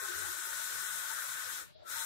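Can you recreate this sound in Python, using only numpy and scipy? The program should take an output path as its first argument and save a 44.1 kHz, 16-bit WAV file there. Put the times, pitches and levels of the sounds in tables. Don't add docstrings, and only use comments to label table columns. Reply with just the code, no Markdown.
import sys
import numpy as np
from scipy import signal
from scipy.fft import rfft, irfft, dct, next_fast_len
from scipy.io import wavfile

SR = 44100
rng = np.random.default_rng(int(sys.argv[2]) if len(sys.argv) > 2 else 0)


def unload_audio(sound):
    columns = np.transpose(np.atleast_2d(sound))
    steps = np.round(np.clip(columns, -1, 1) * 32767)
    wavfile.write(sys.argv[1], SR, steps.astype(np.int16))


def undo_db(level):
    steps = np.asarray(level, float) / 20
    return 10 ** steps


N = 90713
CRUISE_DB = -44


def in_time(rows):
    return np.interp(np.arange(N) / SR, *np.transpose(rows))


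def at_hz(points, hz):
    points = np.array(points)
    return np.interp(np.log(hz), np.log(points[:, 0]), points[:, 1])


def drift(rate):
    r = np.exp(-80 * np.pi * rate / SR)
    slow = signal.lfilter([1], [1, -2 * r, r * r], rng.standard_normal(N // 40 + 2002))[2000:]
    return np.interp(np.arange(N) / 40, np.arange(len(slow)), slow / slow.std())


# frequency in Hz, left-right likeness from -1 to 1.
PORT_LIKENESS = [(25, 0.036), (60, -0.99), (180, -0.93), (550, -0.86), (1650, -0.18), (4970, 0.057),
                 (15000, -0.092)]


def likeness_at(hz):
    return np.clip(at_hz(PORT_LIKENESS, hz), -.97, .97)


def alike(a, b, likeness):
    return likeness * a + np.sqrt(1 - likeness ** 2) * b


def air(spectrum, lean, patchy_db, shared_db, patch_per_s=13.7):
    size = next_fast_len(N)
    hz = np.maximum(np.arange(size // 2 + 1) * SR / size, 10)
    low, high = spectrum[0][0], spectrum[-1][0]
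    a, b = rfft(rng.standard_normal((2, size)))
    likeness, side = likeness_at(hz), undo_db(at_hz(lean, hz) / 2)
    ends = np.log2(np.clip(hz / low, 0, 1) * np.clip(high / hz, 0, 1))
    shape = undo_db(at_hz(spectrum, hz) + 54 * ends) / np.sqrt(side ** 2 + side ** -2 + 2 * likeness)
    pair = shape * np.array([side * a, alike(a, b, likeness) / side])
    place = np.clip(1.5 * np.log2(hz / low), 0, np.ceil(1.5 * np.log2(high / low)))
    together = drift(6)
    out = 0
    for k in range(int(place.max()) + 1):
        band = np.cos(np.pi / 2 * np.clip(place - k, -1, 1)) ** 2
        flicker = undo_db(patchy_db * drift(patch_per_s) + shared_db * together)
        out = out + flicker * irfft(pair * band, size)[:, :N]
    return out / out.mean(axis=0).std()


# frequency in Hz, level in dB per Hz.
SHOP_COLOUR = [(25, -19.5), (100, -6), (220, -14), (620, -6), (1400, -11), (4000, -16), (5600, -23.5),
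               (12300, -35), (13300, -60)]
# frequency in Hz, left minus right in dB.
SHOP_SIDE = [(60, 1), (240, 2.8), (950, 3.7), (3770, 0.72), (15000, 1.6)]


def shop_air():
    return undo_db(-68) * air(SHOP_COLOUR, SHOP_SIDE, patchy_db=5.0, shared_db=-0.06, patch_per_s=6.0)


# time in seconds, bearing hiss in dB.
CARRIAGE_MOTION = [ [(0.0, -45.5), (0.02, -44.5), (0.29, -44), (0.31, -44.5), (0.74, -43), (1.57, -45),
                   (1.61, -47), (1.75, -86.5), (1.83, -87), (1.88, -53), (1.9, -46.5), (1.96, -43),
                   (2.06, -43)], ][0]


def carriage():
    hiss_db = in_time(CARRIAGE_MOTION)
    return hiss_db, np.minimum(hiss_db - CRUISE_DB, 0)


# frequency in Hz, level in dB per Hz.
HISS_COLOUR = [(1290, -47), (2200, -9.5), (2730, -10), (3680, -2), (4100, -3.5), (4350, -7.5), (4900, -8.5),
               (5220, -4), (7580, 1), (15100, -5.5), (16000, -16)]
# frequency in Hz, left minus right in dB.
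HISS_SIDE = [(2200, 1), (2800, -1.5), (3700, 2), (4300, 1.5), (4800, 2), (5300, 4.5), (6000, 15),
             (7500, 11.5), (10300, 12), (15000, 12.5)]


def bearings(hiss_db, effort_db):
    level_db = hiss_db + 0.68 + 0.48 * np.minimum(effort_db + 29, 0)
    return undo_db(level_db) * air(HISS_COLOUR, HISS_SIDE, patchy_db=1.15, shared_db=0.14)


# time in seconds, share of the band taken.
COVER_SHADE = [(0, 0.065), (.4, 0.18), (.6, 0.071), (1.05, 0.14), (1.25, 0.71), (1.5, .4), (1.9, .3),
               (2.06, 0.074)]
# lower edge in Hz, upper edge in Hz.
COVER_BAND = [2500, 3140]


def shaded(x):
    band = signal.sosfiltfilt(signal.butter(2, COVER_BAND, "band", fs=SR, output="sos"), x[0])
    return x - np.clip(in_time(COVER_SHADE), 0, 1) * band * [[1], [0]]


# frequency in Hz, level in dB per Hz.
COVER_COLOUR = [(150, -113), (250, -39.5), (450, -30.5), (599, -21.5), (768, -25), (898, -22.5),
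                (986, -18.5), (1490, -1.5), (1690, -9), (3000, -28), (3900, -102), (6600, -120)]
# frequency in Hz, left minus right in dB.
COVER_SIDE = [(60, 2.0), (130, 16), (290, -3.5), (640, 10.5), (1410, 15), (3100, -3.5), (6820, 13.5),
              (15000, 10)]


def covers():
    return undo_db(CRUISE_DB - 5) * air(COVER_COLOUR, COVER_SIDE, patchy_db=1.5, shared_db=.6)


# pulley order, left port in dB, right port in dB.
BELT_TONES = [
    (-1, -62, -58),
    (0, -49.5, -50),
    (1, -50.5, -60),
    (2, -58, -65),
]
# time in seconds, tooth tone at left port in dB, pulley tones in dB.
BELT_SWING = [(0, -12, 2.5), (.25, -5.5, 2.5), (.35, -8, 0), (.55, -2.5, -7.5), (.85, -1, 1),
              (.95, 0.5, -8), (1.05, 1.5, -1), (1.17, -2, -1), (1.25, -9, -8), (1.38, -6, 0.5),
              (1.5, -16, -8), (1.6, -12, -2), (1.9, -18, -13.5), (2.06, -16, -2.5)]


def belt():
    tooth_hz, pulley_hz, wander_hz, flutter_db = 1489.9, 35.6, .35, 1.2
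    left_lead = np.array([[.1], [0]])
    t = np.arange(N) / SR
    wander = np.cumsum(wander_hz * drift(3.5)) / SR
    swing = np.array(BELT_SWING)
    tooth_db, pulley_db = in_time(swing[:, [0, 1]]), in_time(swing[:, [0, 2]])
    out = 0
    for order, left_db, right_db in BELT_TONES:
        cycles = (tooth_hz + order * pulley_hz) * t + wander + rng.random() + left_lead
        flutter = flutter_db * np.array([drift(5.7), drift(12.0)])
        flutter = flutter + (pulley_db if order else tooth_db * [[1], [.2]])
        level = undo_db(np.array([[left_db], [right_db]]) + flutter)
        out = out + level * np.sqrt(2) * np.sin(2 * np.pi * cycles)
    return out


# frequency in Hz, width in Hz, left in dB, right in dB.
RAIL_RESONANCES = [(354, 2.8, -69.5, -77.5), (577, 16, -68.5, -71.5), (870, 12, -72.5, -66),
                   (913.4, 5, -61, -67.5), (1070, 8.3, -58.5, -68), (1121, 12, -64, -67),
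                   (1247, 16, -60, -70), (1405, 12, -58, -72.5), (1265, 8.1, -66.5, -58.5),
                   (1225, 35, -69.5, -63), (1467, 120, -62.5, -56.5), (1487, 160, -55, -58),
                   (1579, 36, -58, -61), (1797, 32, -52, -57.5), (1962, 39, -55, -68.5),
                   (2148, 14, -68, -72.5)]


def rail():
    out = 0
    for hz, width, left_db, right_db in RAIL_RESONANCES:
        r = np.exp(-np.pi * width / SR)
        poles = [1, -2 * r * np.cos(2 * np.pi * hz / SR), r * r]
        rough = rng.standard_normal((2, N + SR // 4))
        a, b = signal.lfilter([1, 0, -1], poles, rough)[:, -N:]
        pair = np.array([a * undo_db(left_db), alike(a, b, likeness_at(hz)) * undo_db(right_db)]) / a.std()
        out = out + pair * undo_db(2.2 * drift(24))
    return out


# middle in seconds, length
# in seconds, frequency in Hz, left in dB, right in dB.
FRAME_SHUDDERS = [(0.038, 0.031, 389.5, -50, -59), (0.048, 0.14, 1090, -82, -52.5),
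                  (0.033, 0.12, 1290, -69, -50), (0.25, 0.034, 832, -49.5, -64),
                  (0.031, 0.04, 643, -59.5, -71), (0.11, 0.074, 355, -48, -63),
                  (0.15, 0.18, 412.2, -52.5, -61), (0.17, 0.19, 350, -56.5, -65.5),
                  (0.305, .1, 349, -57, -66.5), (0.18, 0.075, 98.4, -55, -65),
                  (0.265, 0.12, 95.2, -52.5, -58), (0.26, 0.065, 908, -56.5, -72),
                  (0.77, 0.064, 105, -58.5, -59.5), (0.835, 0.042, 370, -53.5, -53.5),
                  (0.94, 0.085, 890, -49.5, -57.5), (1.117, 0.032, 913, -47.5, -76),
                  (1.472, 0.034, 510, -53, -58.5), (1.5, 0.039, 893, -53.5, -63),
                  (1.702, 0.043, 590, -61, -72), (1.77, 0.038, 624, -57, -67),
                  (1.829, 0.019, 600, -58, -70), (1.885, 0.045, 1329, -43, -58),
                  (.83, .04, 910, -53.5, -74), (1.05, .04, 905, -55, -70), (1.978, 0.043, 912, -45.5, -62),
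                  (2.024, 0.073, 910, -48, -66), (1.87, .015, 3800, -60, -66),
                  (1.942, .03, 4200, -48.5, -53), (2.015, .06, 3800, -45.5, -53),
                  (.1, 0.093, 1500, -46, -58), (1.555, .09, 1530, -49, -60), (1.67, .07, 1490, -65, -72),
                  (1.96, 0.063, 1610, -48, -58), (0.028, 0.046, 500, -54, -61),
                  (0.065, 0.055, 810, -53.5, -65), (.39, 0.044, 340, -59, -66),
                  (.475, 0.036, 360, -57, -67), (1.605, 0.071, 300, -64, -74), (1.625, .06, 520, -60, -69),
                  (0.396, 0.066, 1400, -48, -62), (0.63, 0.07, 1260, -47.5, -64),
                  (0.31, .1, 1850, -60, -52.5), (1.3, 0.094, 120, -63, -67)]


def frame():
    shake_rad, shake_per_s = .9, 16
    t, out = np.arange(N) / SR, 0
    for s, length, hz, left_db, right_db in FRAME_SHUDDERS:
        shake = shake_rad * max(1, hz / 1500) * drift(shake_per_s * max(1, hz / 900))
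        tone = np.sqrt(2) * np.sin(2 * np.pi * hz * t + shake)
        swell = np.exp(-4 * ((t - s) / length) ** 2) * tone * undo_db(3.0 * drift(34))
        out = out + swell * [[undo_db(left_db)], [-undo_db(right_db)]]
    return out


def motor():
    middle_s, length_s, hz = 1.785, .04, 14700
    t = np.arange(N) / SR
    swell = undo_db(-87) * np.exp(-4 * ((t - middle_s) / length_s) ** 2)
    return swell * np.sin(2 * np.pi * hz * t) * [[1], [.3]]


def scene():
    hiss_db, effort_db = carriage()
    body = undo_db(0.89 * effort_db)
    moving = shaded(bearings(hiss_db, effort_db)) + body * (covers() + belt() + rail())
    return shop_air() + moving + frame() + motor()


# frequency in Hz, step size in dB.
ROUNDING_STEP = [(200, -21), (800, -22), (1200, -12), (1900, 1.), (2700, 3), (3700, 6.5), (4800, 4.5),
                 (6300, .5), (13000, .5), (15500, -2.5)]


def phone_rounding(x):
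    size, grid = 1024, 624
    count = N // size + 2
    window = np.sin(np.pi * (np.arange(2 * size) + .5) / (2 * size))
    wide = np.pad(x, [(0, 0), (2 * size - grid, 2 * size)])
    frames = np.stack([wide[:, i * size:(i + 2) * size] * window for i in range(count)], axis=1)
    a, b, c, d = np.split(frames, 4, axis=2)
    coef = dct(np.concatenate([-c[..., ::-1] - d, a - b[..., ::-1]], axis=2), type=4, norm="ortho")
    level_db = 10 * np.log10(np.mean(coef[..., size // 10:] ** 2, axis=(0, 2)) + 1e-14)[:, None]
    hz = (np.arange(size) + .5) * SR / 2 / size
    spread = signal.lfilter([.75], [1, -.66], rng.standard_normal((count, size // 16)), axis=0)
    spread = np.repeat(spread, 16, axis=1)
    step = undo_db(-37.9 + .93 * (level_db + 39.5) + at_hz(ROUNDING_STEP, hz) + 1.8 * spread)
    coef = np.sign(coef) * step * np.floor((abs(coef) / step) ** .75 + .4054) ** (4 / 3)
    u, v = np.split(dct(coef, type=4, norm="ortho"), 2, axis=2)
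    frames = np.concatenate([v, -v[..., ::-1], -u[..., ::-1], -u], axis=2) * window
    out = np.zeros_like(wide)
    for i in range(count):
        out[:, i * size:(i + 2) * size] += frames[:, i]
    return out[:, 2 * size - grid:][:, :N]


def low_pass(x):
    return signal.sosfilt(signal.butter(12, 17020, fs=SR, output="sos"), x)


def record(dry):
    x = signal.sosfilt(signal.ellip(12, .3, 80, 15700, fs=SR, output="sos"), dry)
    mix = phone_rounding(x)
    return low_pass(mix)


dry = scene()
out = record(dry)
unload_audio(out)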